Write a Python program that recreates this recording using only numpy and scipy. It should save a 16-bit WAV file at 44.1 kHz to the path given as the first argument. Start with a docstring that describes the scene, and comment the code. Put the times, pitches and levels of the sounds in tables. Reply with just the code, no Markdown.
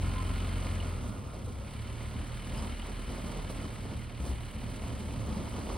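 """Old pickup on a snowy drive

Heard from a doorway, a four-cylinder pickup pulls away. Its engine sags under load, then settles.
Each firing (fuel burning in one cylinder) makes the exhaust throb and the engine block clatter.
The tyres crush packed snow, the body booms over ruts, and loose parts clink and squeak.
The yard echoes it all, and two microphone openings, left and right, pick it up."""
import sys
import numpy as np
from scipy import signal
from scipy.fft import rfft, irfft
from scipy.io import wavfile
from scipy.ndimage import uniform_filter1d

SR = 44100
rng = np.random.default_rng(int(sys.argv[2]) if len(sys.argv) > 2 else 0)


def int16_out(signal):
    """Quantize to a 16-bit WAV file."""
    q = np.round(np.clip(np.atleast_2d(signal).T, -1, 1) * 32767)
    wavfile.write(sys.argv[1], SR, q.astype(np.int16))


N = 254456
TIME = np.arange(N) / SR


def undb(db):
    """Turn decibels (dB) into a number to multiply by."""
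    return 10 ** (np.asarray(db) / 20)


def unit(x):
    """Scale a sound to an average strength (rms) of one."""
    return x / np.sqrt(np.mean(x ** 2))


def steady(x, span_s):
    """Hold the strength near one over every short span."""
    return x / np.sqrt(np.abs(uniform_filter1d(x ** 2, int(span_s * SR))) + 1e-18)


def curve(table, at=TIME):
    """Join a table's points with straight lines and read off the values."""
    return np.interp(at, *np.transpose(table))


def wander(rate_hz):
    """A smooth random drift, about one in size."""
    hold = max(int(SR / rate_hz), 1)
    steps = np.repeat(rng.standard_normal(N // hold + 1), hold)
    return unit(uniform_filter1d(steps, hold)[:N])


def swell(centre_s, length_s):
    """A smooth rise to one and back."""
    return np.cos(np.pi * np.clip((TIME - centre_s) / length_s, -.5, .5))


def blow(age_s, rise_s):
    """The shape of a hit: up to one in rise_s, then dying away."""
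    age = np.maximum(age_s, 0) / rise_s
    return age * np.exp(1 - age)


def bursts(push, decay_s):
    """Each push sets off a puff of noise that dies away."""
    energy = signal.lfilter([1], [1, -np.exp(-2 / (decay_s * SR))], push ** 2 + 1e-18)
    return np.sqrt(energy) * rng.standard_normal(N)


def colour(x, points, size=16384):
    """Make some frequencies louder and others softer, following (Hz, dB) points."""
    hz, db = np.transpose(points)
    freqs = np.maximum(np.fft.rfftfreq(size, 1 / SR), 1)
    gain = undb(np.interp(np.log(freqs), np.log(hz), db))
    # fold the filter so that a hit rings after it lands, never before
    cepstrum = irfft(np.log(gain))
    cepstrum[1:size // 2] *= 2
    cepstrum[size // 2 + 1:] = 0
    return signal.fftconvolve(x, irfft(np.exp(rfft(cepstrum))))[:N]


def resonance(x, hz, width_hz):
    """Ring at one pitch; the narrower the width, the longer the ring."""
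    return signal.lfilter(*signal.iirpeak(hz, hz / width_hz, fs=SR), x)


def metal_ring(x, notes):
    """Shaken metal rings at several notes, each filtered twice to make it purer."""
    return sum(undb(db) * resonance(resonance(x, hz, width), hz, width) for hz, width, db in notes)


def scatter(x, t60_s):
    """Smear each hit over many random paths, keeping its tone; t60_s sets how long."""
    t = TIME[:SR // 2]
    paths = rng.standard_normal(len(t)) * np.exp(-np.log(1000) * t / t60_s)
    phase = np.angle(rfft(paths, 2 * N))
    return irfft(rfft(x, 2 * N) * np.exp(1j * phase))[:N]


# The yard's echo. Each row: frequency in Hz, level in dB against the direct sound.
ECHO_TONE = [(30, -15), (60, -42), (120, -9), (250, -13.5), (600, -6.5), (1300, -4.5), (1900, -1.5),
             (2400, -24.5), (4400, -11.5), (15000, -86)]

def yard_echo(x, t60_s, delay_s=0.01):
    """Walls and snow banks scatter the sound back, with opposite signs left and right."""
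    late = np.interp(TIME - delay_s, TIME, scatter(x, t60_s), left=0)
    return colour(late, ECHO_TONE) * np.array([[1], [-1]])


# Suspension squeaks. Each row: middle in seconds, length in seconds, pitch in Hz, level in dB.
SQUEAKS = [(.19, .45, 1030, -53), (.185, .07, 1036, -42.5), (2.592, .05, 5000, -57.5)]

def suspension_squeaks():
    """The suspension rubs and gives short, rough squeaks as it flexes."""
    out = 0
    for centre_s, length_s, hz, db in SQUEAKS:
        cycles = np.cumsum(hz * (1 + .015 * wander(250))) / SR
        rough_gain = undb(db + 4.0 * wander(145.8))
        out += np.sin(2 * np.pi * cycles) * rough_gain * swell(centre_s, length_s)
    return out


# Loose parts knocking. Each row: start in seconds, level in dB, pitch in Hz.
CLINKS = [(.4015, -45, 2950), (.491, -47, 2100), (.8006, -38.5, 2950), (1.468, -47, 490), (1.612, -48, 560),
          (2.445, -47, 3000), (2.547, -45, 2850), (2.7457, -47, 2850), (2.796, -46, 2850),
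          (2.8195, -44, 3100)]

def loose_parts(rise_cycles=7, pair_ratio=0.96, pair_db=-8):
    """Loose metal rings with two close notes; the lower the pitch, the longer it rings."""
    out, t = np.zeros(N), TIME[:SR // 10]
    for start_s, db, hz in CLINKS:
        ring = np.sin(2 * np.pi * hz * t) + undb(pair_db) * np.sin(2 * np.pi * pair_ratio * hz * t)
        out[int(start_s * SR):][:len(t)] += undb(db) * ring * blow(t, rise_cycles / hz)
    return out


# A wheel drops into a rut. Each row: start in seconds, level in dB, pitch in Hz.
RUTS = [(1.588, -35, 65), (2.159, -31.5, 78.4), (2.661, -34, 74.7), (3.11, -36, 66.2), (3.839, -32, 76.5),
        (4.192, -28.5, 65.2), (4.287, -28.5, 65.7), (5.68, -31.5, 50.3)]

def rut_booms(attack_s=.008, decay_s=0.071):
    """The load bed swings up and booms once at each rut."""
    out = 0
    for start_s, db, hz in RUTS:
        age = np.maximum(TIME - start_s, 0)
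        envelope = (1 - np.exp(-age / attack_s)) * np.exp(-age / decay_s)
        out += undb(db) * np.cos(2 * np.pi * hz * age) * envelope
    return out


# Lumps of snow. Each row: start in seconds, thud level in dB, crunch level in dB.
LUMPS = [(2.155, -28, -45), (2.879, -39, -42), (3.100, -37, -42), (3.122, -34, -47), (3.174, -39, -38),
         (3.238, -28, -42), (3.366, -35, -44), (3.386, -31, -41), (3.494, -35, -41), (3.589, -33, -46),
         (3.638, -40, -44), (4.198, -30, -44), (4.250, -33, -45), (4.273, -31, -44), (4.901, -34, -44),
         (5.325, -30, -40), (5.366, -29, -43)]
# The notes of a struck wheel and its spring. Each row: pitch in Hz, level in dB.
WHEEL_NOTES = [(128, -12), (205, -3.5), (272, -16)]
# The tone of crunching snow. Each row: frequency in Hz, level in dB.
SNOW_TONE = [(60, -47), (200, -2), (350, 2), (550, 1), (800, -4.5), (1050, -5.5), (1300, -10), (1600, -19),
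             (3000, -18), (7000, -23.5), (15000, -87)]

def snow_lumps(give_s=0.0055, level_db=-3):
    """A whole lump gives way in an instant: the wheel thuds and the snow crunches."""
    thud, crunch_gain = 0, 0
    for start_s, thud_db, crunch_db in LUMPS:
        age = TIME - start_s
        force = blow(age, give_s)
        ring = sum(undb(db) * np.cos(2 * np.pi * hz * (age - give_s)) for hz, db in WHEEL_NOTES)
        thud += undb(thud_db) * force * ring
        crunch_gain += undb(crunch_db) * force
    crunch = crunch_gain * unit(colour(rng.standard_normal(N), SNOW_TONE))
    return undb(level_db) * (thud + crunch)


# Patches of packed snow. Each row: middle and length in seconds, then crunch, rumble and spray in dB.
PATCHES = [(1.087, 0.31, -54, -43.5, -66), (1.46, 0.36, -58, -52.5, -68), (1.621, 0.08, -54.5, -70, -78),
           (2.21, 0.13, -52.5, -45.5, -82), (2.598, 0.34, -44.5, -41.5, -62.5),
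           (2.884, 0.14, -50, -49.5, -67), (3.129, 0.18, -48.5, -45, -63), (3.266, 0.19, -51, -45, -63),
           (3.378, 0.3, -46, -49.5, -75), (3.508, 0.04, -49, -46, -58), (3.636, 0.14, -45.5, -42, -72),
           (3.91, 0.28, -49, -43.5, -82), (4.272, .19, -45.5, -43.5, -59), (4.664, 0.38, -52, -45, -70),
           (4.87, 0.15, -47, -45, -67), (5.055, 0.54, -53.5, -45, -71), (5.348, 0.28, -47, -42, -76),
           (5.58, 0.12, -46.5, -42, -77), (5.728, 0.24, -45.5, -46, -64.5)]
CRUNCH, RUMBLE, SPRAY = range(3)

def snow_patches(steady_db, sound):
    """How strong a tyre sound is: a steady part, plus a swell through each patch."""
    power = sum((undb(levels[sound]) * swell(centre_s, length_s)) ** 2
                for centre_s, length_s, *levels in PATCHES)
    return np.sqrt(undb(steady_db) ** 2 + power)


# The steady crunch of rolling. Each row: time in seconds, level in dB.
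ROLLING_LEVEL = [(0.0, -46), (0.8, -46.5), (1.43, -51.5), (3.02, -51), (3.3, -49.5), (3.7, -49),
                 (4.1, -54.5), (4.45, -52.5), (5.56, -45.5), (5.77, -47)]
# The wheel arches ringing. Each row: pitch in Hz, width in Hz, level in dB against the crunch.
ARCH_NOTES = [(387.3, 6.6, -3), (519, 12, -7), (599, 23, -12), (888, 8.7, -4), (950, 16, -4.5),
              (1224, 26, -6.5)]
# The tone of the tyres' rumble. Each row: frequency in Hz, level in dB.
RUMBLE_TONE = [(30, -53), (90, -4.5), (160, 0.5), (215, 7), (270, 3), (350, -14.5), (700, -36.5),
               (3000, -69)]
# The load bed's hollow note: pitch in Hz, width in Hz, level in dB against the rumble.
BED_NOTE = (215, 4.3, -16.5)

def tyres(cracks_per_s=1100, spread_db=2.0):
    """Snow packs down in crowds of tiny cracks; the tyres rumble with them and stir the load bed."""
    cracks = (rng.random(N) < cracks_per_s / SR) * rng.choice([-1, 1], N)
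    cracks = cracks * undb(spread_db * np.minimum(rng.exponential(size=N), 4))
    crush = (unit(cracks) + 0.63 * rng.standard_normal(N)) * undb(wander(45))
    snow = colour(crush, SNOW_TONE)
    arches = sum(undb(db) * resonance(snow, hz, width) for hz, width, db in ARCH_NOTES)
    rolling_db = curve(ROLLING_LEVEL)
    crunch = unit(snow + arches) * snow_patches(rolling_db + 0.14, CRUNCH)
    rumble = steady(colour(crush, RUMBLE_TONE), span_s=0.11)
    bed_hz, bed_width_hz, bed_db = BED_NOTE
    bed = undb(bed_db) * steady(resonance(rumble, bed_hz, bed_width_hz), span_s=0.35)
    return crunch + (rumble + bed) * snow_patches(rolling_db + 2.5, RUMBLE)


# The tone of the truck's body. Each row: frequency in Hz, level in dB.
BODY_TONE = [(25, -51), (42, 2), (56, -10.5), (68, 4.5), (84, -4), (112, -5), (135, -9), (170, -18.5),
             (400, -71), (2000, -78)]

def body_drone(start_db=-5, build_s=0.46):
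    """The body drones on its springs, more as the truck gets going and at each patch of snow."""
    rolling_db = curve(ROLLING_LEVEL)
    moving_off_db = start_db * np.clip(1 - TIME / build_s, 0, 1)
    shaking_db = -48 + moving_off_db + 0.93 * (rolling_db - rolling_db.mean())
    drone = steady(colour(rng.standard_normal(N), BODY_TONE), span_s=0.15)
    return drone * snow_patches(shaking_db, RUMBLE) * undb(2.5)


# The hiss of air and powdery snow. Each row: frequency in Hz, level in dB.
HISS_TONE = [(100, -16), (500, -10.5), (1400, -3), (2200, 1), (3000, -2.5), (4300, -8), (5300, -13),
             (7100, -12), (9300, -12), (11000, -12.5), (12800, -22.5), (15400, -24)]

def hiss(flutter_db, flutter_hz, keep, edge_hz):
    """Fluttering noise, keeping only its "low" or its "high" side."""
    noise = rng.standard_normal(N) * undb(flutter_db * wander(flutter_hz))
    band = signal.butter(2, edge_hz, keep, fs=SR, output="sos")
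    return signal.sosfilt(band, unit(colour(noise, HISS_TONE)))


def fan(load_db):
    """Air rushes through the fan and falls away as the engine sags."""
    air = hiss(flutter_db=1.6, flutter_hz=90, keep="low", edge_hz=5000)
    return air * undb(-52.5 + 0.99 * load_db)


def powder_spray(load_db):
    """Powdery snow hisses with the engine's effort and the rolling, and sprays up at each patch."""
    powder = hiss(flutter_db=1.5, flutter_hz=120, keep="high", edge_hz=5500)
    steady_db = -63.0 + 0.45 * load_db + 0.51 * (curve(ROLLING_LEVEL) + 52)
    return powder * snow_patches(steady_db, SPRAY) * undb(12.5)


def firings(count, cylinder_db, spread_db, jitter_s):
    """One push each time the count passes a whole number; no two are alike in size or timing."""
    at = np.flatnonzero(np.diff(np.floor(count)) > 0)
    size, late = rng.standard_normal((len(at), 2)).T
    at = np.clip(at + (late * jitter_s * SR).astype(int), 0, N - 1)
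    push = np.zeros(N)
    push[at] = undb(np.resize(cylinder_db, len(at)) + spread_db * size)
    return push


# The heat shield's notes. Each row: pitch in Hz, width in Hz, level in dB.
SHIELD_NOTES = [(1048, 34, 0.5), (1212, 47, -2), (1287, 21, 2.5), (1343, 28, 1.5), (1434, 33, -0.5),
                (2442, 13, -2.5), (2720, 31, -9)]
# How loudly it rings. Each row: time in seconds, level in dB.
SHIELD_LEVEL = [(0, -52), (1.1, -57), (1.5, -61.5), (2.8, -59), (5.77, -69.5)]

def heat_shield(count):
    """Firings keep a tinny shield ringing; it fades as the engine sags and the truck draws away."""
    push = firings(count, [0], spread_db=1.5, jitter_s=.001)
    ring = metal_ring(bursts(push, decay_s=.02), SHIELD_NOTES)
    return steady(ring, span_s=0.2) * undb(curve(SHIELD_LEVEL))


# The tone of the engine covers' clack. Each row: frequency in Hz, level in dB.
COVER_TONE = [(300, -50), (1400, -20), (1900, -9), (2200, -.5), (2450, -7), (2750, -8), (3020, 4),
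              (3250, -7), (3900, -9.5), (4300, -3.5), (4900, -16), (6000, -30), (15000, -42)]

def cover_clack(count):
    """Thin metal covers touch, then strike, at each firing: a round, ringing clack."""
    touch = firings(count + .07, [-5], spread_db=1.5, jitter_s=.0003)
    strike = firings(count - .02, [0, -1, .4, -.7], spread_db=1.2, jitter_s=.0003)
    clack = scatter(touch, t60_s=.03) + scatter(strike, t60_s=.036)
    return unit(colour(clack, COVER_TONE)) * undb(-56.5)


# The notes of the engine block and its covers. Each row: pitch in Hz, width in Hz, level in dB.
BLOCK_NOTES = [(960, 93, 3.5), (1039, 54, 10), (1327, 120, 7), (1424, 24, 7.5), (1664, 140, 7.5),
               (2145, 280, 9), (2430, 48, 7), (2710, 270, -1), (3024, 210, 8), (3450, 600, -1),
               (4290, 390, -9)]
# The tone of the crack of burning fuel. Each row: frequency in Hz, level in dB.
CRACK_TONE = [(100, -34), (400, 6), (1000, 11), (1400, 5.5), (1750, -2), (3500, -26), (4600, -19),
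              (5300, -15), (7100, -6), (9000, 7), (11000, -6), (15400, -16)]

def engine_clatter(count, load_db, rise_s=0.0029):
    """Each firing sends a quick rattle through the block and covers; valves tick faintly in between."""
    push = firings(count + .03, [0], spread_db=1.5, jitter_s=.0001)
    valves = firings(count - .48, [-40, -17, -21, -9], spread_db=-0.5, jitter_s=0.0028)
    rattle = signal.fftconvolve(push, blow(TIME[:SR // 20], rise_s))[:N] * rng.standard_normal(N)
    thump = scatter(push, t60_s=.022)
    ticks = bursts(valves, decay_s=.006)
    knock = unit(rattle) + .45 * unit(thump) + .25 * unit(ticks)
    ring = unit(metal_ring(knock, BLOCK_NOTES)) * undb(-57.5)
    crack = unit(colour(knock, CRACK_TONE)) * undb(-61.0)
    return (ring + crack + cover_clack(count)) * undb(load_db)


# What the silencer lets through of the exhaust tones. Each row: frequency in Hz, level in dB.
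SILENCER = [(30, -50), (36, -50), (38.5, -42.5), (41, -37), (45, -36), (60, -44), (64, -39.5), (71, -49),
            (75, -39.5), (80, -49), (87, -33.5), (91, -37), (96, -42), (104, -47), (112, -38.5),
            (115.5, -43), (120, -49.5), (135, -43), (150, -62), (165, -67), (180, -53.5)]

def exhaust_tones(firing_hz, count, drive_db, slack):
    """The silencer passes four deep tones: even under load, burbling when the engine goes slack."""
    tones = 0
    for k in range(4):
        db = curve(SILENCER, at=(k + 1) * firing_hz) + drive_db
        waver_db = (1.1 + 1.3 * slack) * wander(14)
        chug_db = 2.5 * (k > 1) * wander(30)  # top two tones only
        # the deepest tone falls behind as the speed climbs through the silencer's resonance
        shift = 0.093 * k ** 2 if k else -0.046 * (firing_hz - firing_hz.mean())
        stumble = 0.071 * slack * wander(16)
        cycles = (k + 1) * (count + stumble) + shift
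        tones += undb(db + waver_db + chug_db) * np.sqrt(2) * np.cos(2 * np.pi * cycles)
    return tones


def exhaust_lope(count):
    """Strong and weak cylinders take turns, adding an uneven throb between the tones."""
    lower = np.cos(2 * np.pi * 1.5 * count) * undb(4.2 * wander(12))
    upper = np.cos(2 * np.pi * 2.5 * count) * undb(-2 + 3.8 * wander(22))
    return lower + upper


# The tone of the tailpipe's puffs. Each row: frequency in Hz, level in dB.
PIPE_TONE = [(70, -54), (130, 2), (190, -1), (280, -3.5), (400, -13.5), (700, -37.5), (1500, -21.5),
             (4000, -31.5), (12000, -60)]

def exhaust(firing_hz, count, load_db, start_m=2.6, speed_m_per_s=2.3):
    """The tailpipe puffs gas at each firing, over tones and a throb that fade with distance."""
    distance_db = -20 * np.log10(1 + speed_m_per_s * TIME / start_m)
    slack = np.clip(load_db / load_db.min(), 0, 1)  # 0 when pulling, 1 at the least effort
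    drive_db = 0.38 * load_db + 0.22 * distance_db
    tones = exhaust_tones(firing_hz, count, drive_db, slack)
    lope = exhaust_lope(count) * undb(-44.5 + load_db + distance_db)
    push = firings(count, [-3.0, 1.3, -0.8, -7.0], spread_db=2.0, jitter_s=0.00014)
    gas = unit(bursts(push, decay_s=0.018))
    puffs = unit(colour((.5 + .5 * slack) * gas - unit(push), PIPE_TONE))
    return tones + lope + puffs * undb(-51.5 + 0.69 * load_db)


# Engine speed. Each row: time in seconds, firings per second.
ENGINE_SPEED = [(0, 42.88), (0.13, 45.02), (0.5, 45.3), (0.82, 44.78), (0.95, 42.35), (1.04, 37.8),
                (1.22, 32), (1.32, 33.3), (1.48, 30.2), (1.62, 31.9), (1.8, 37.13), (2.1, 38),
                (2.46, 39.76), (2.85, 40.5), (3.3, 39.61), (3.8, 38.1), (4.15, 38.44), (4.48, 38.98),
                (5.3, 37.51), (5.77, 38.18)]
# How hard the engine works. Each row: time in seconds, level in dB.
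ENGINE_EFFORT = [(0.0, -50.5), (0.75, -50.3), (0.92, -54.5), (1.19, -61.5), (1.54, -61), (1.72, -54.5),
                 (2.62, -52), (4.16, -55.5), (4.4, -53.5), (5.26, -55.5), (5.77, -55)]

def scene(cruise_db=-51):
    """The engine, body and wheels together, with the yard around them."""
    firing_hz = curve(ENGINE_SPEED)
    count = np.cumsum(firing_hz) / SR + .02  # firings so far
    load_db = curve(ENGINE_EFFORT) - cruise_db  # more effort lifts exhaust, clatter and fan together
    engine = exhaust(firing_hz, count, load_db) + engine_clatter(count, load_db)
    engine += heat_shield(count) + fan(load_db)
    spray = powder_spray(load_db)
    body = body_drone() + rut_booms() + loose_parts() + suspension_squeaks()
    truck = engine + spray + body + tyres() + snow_lumps()
    return truck + yard_echo(truck, t60_s=0.25)


# How far the left opening's wave runs ahead of the right. 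Each row: frequency in Hz, phase in radians.
LEFT_LEAD = [(0, 0), (3200, 0), (4500, .4), (5000, 1.1), (5500, 2.2), (6400, 2.3), (6900, 3), (7400, 3.3),
             (7800, 4.6), (8350, 5.7), (9400, 6.28), (10400, 6.7), (11800, 9.1), (13700, 9.7),
             (14500, 12.2), (15500, 12.57)]
# Left level minus right level. Each row: frequency in Hz, level in dB.
LEFT_BALANCE = [(40, -1.5), (65, 3), (110, -1.5), (200, -2), (380, -3), (700, -3.5), (1290, -0.5),
                (2380, 0.5), (4400, -2), (8120, -3), (15000, 3)]

def record(dry, top_hz=15750):
    """The two openings differ a little in level and fall out of step in the treble; the top is cut."""
    freqs = np.fft.rfftfreq(2 * N, 1 / SR)
    half_each = np.array([[.5], [-.5]])
    lead = curve(LEFT_LEAD, at=freqs) * half_each
    balance = undb(curve(LEFT_BALANCE, at=freqs) * half_each)
    stereo = irfft(rfft(dry, 2 * N) * np.exp(1j * lead) * balance)[:, :N]
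    return signal.sosfilt(signal.ellip(10, .2, 80, top_hz, fs=SR, output="sos"), stereo)


dry = scene()
out = record(dry)
int16_out(out)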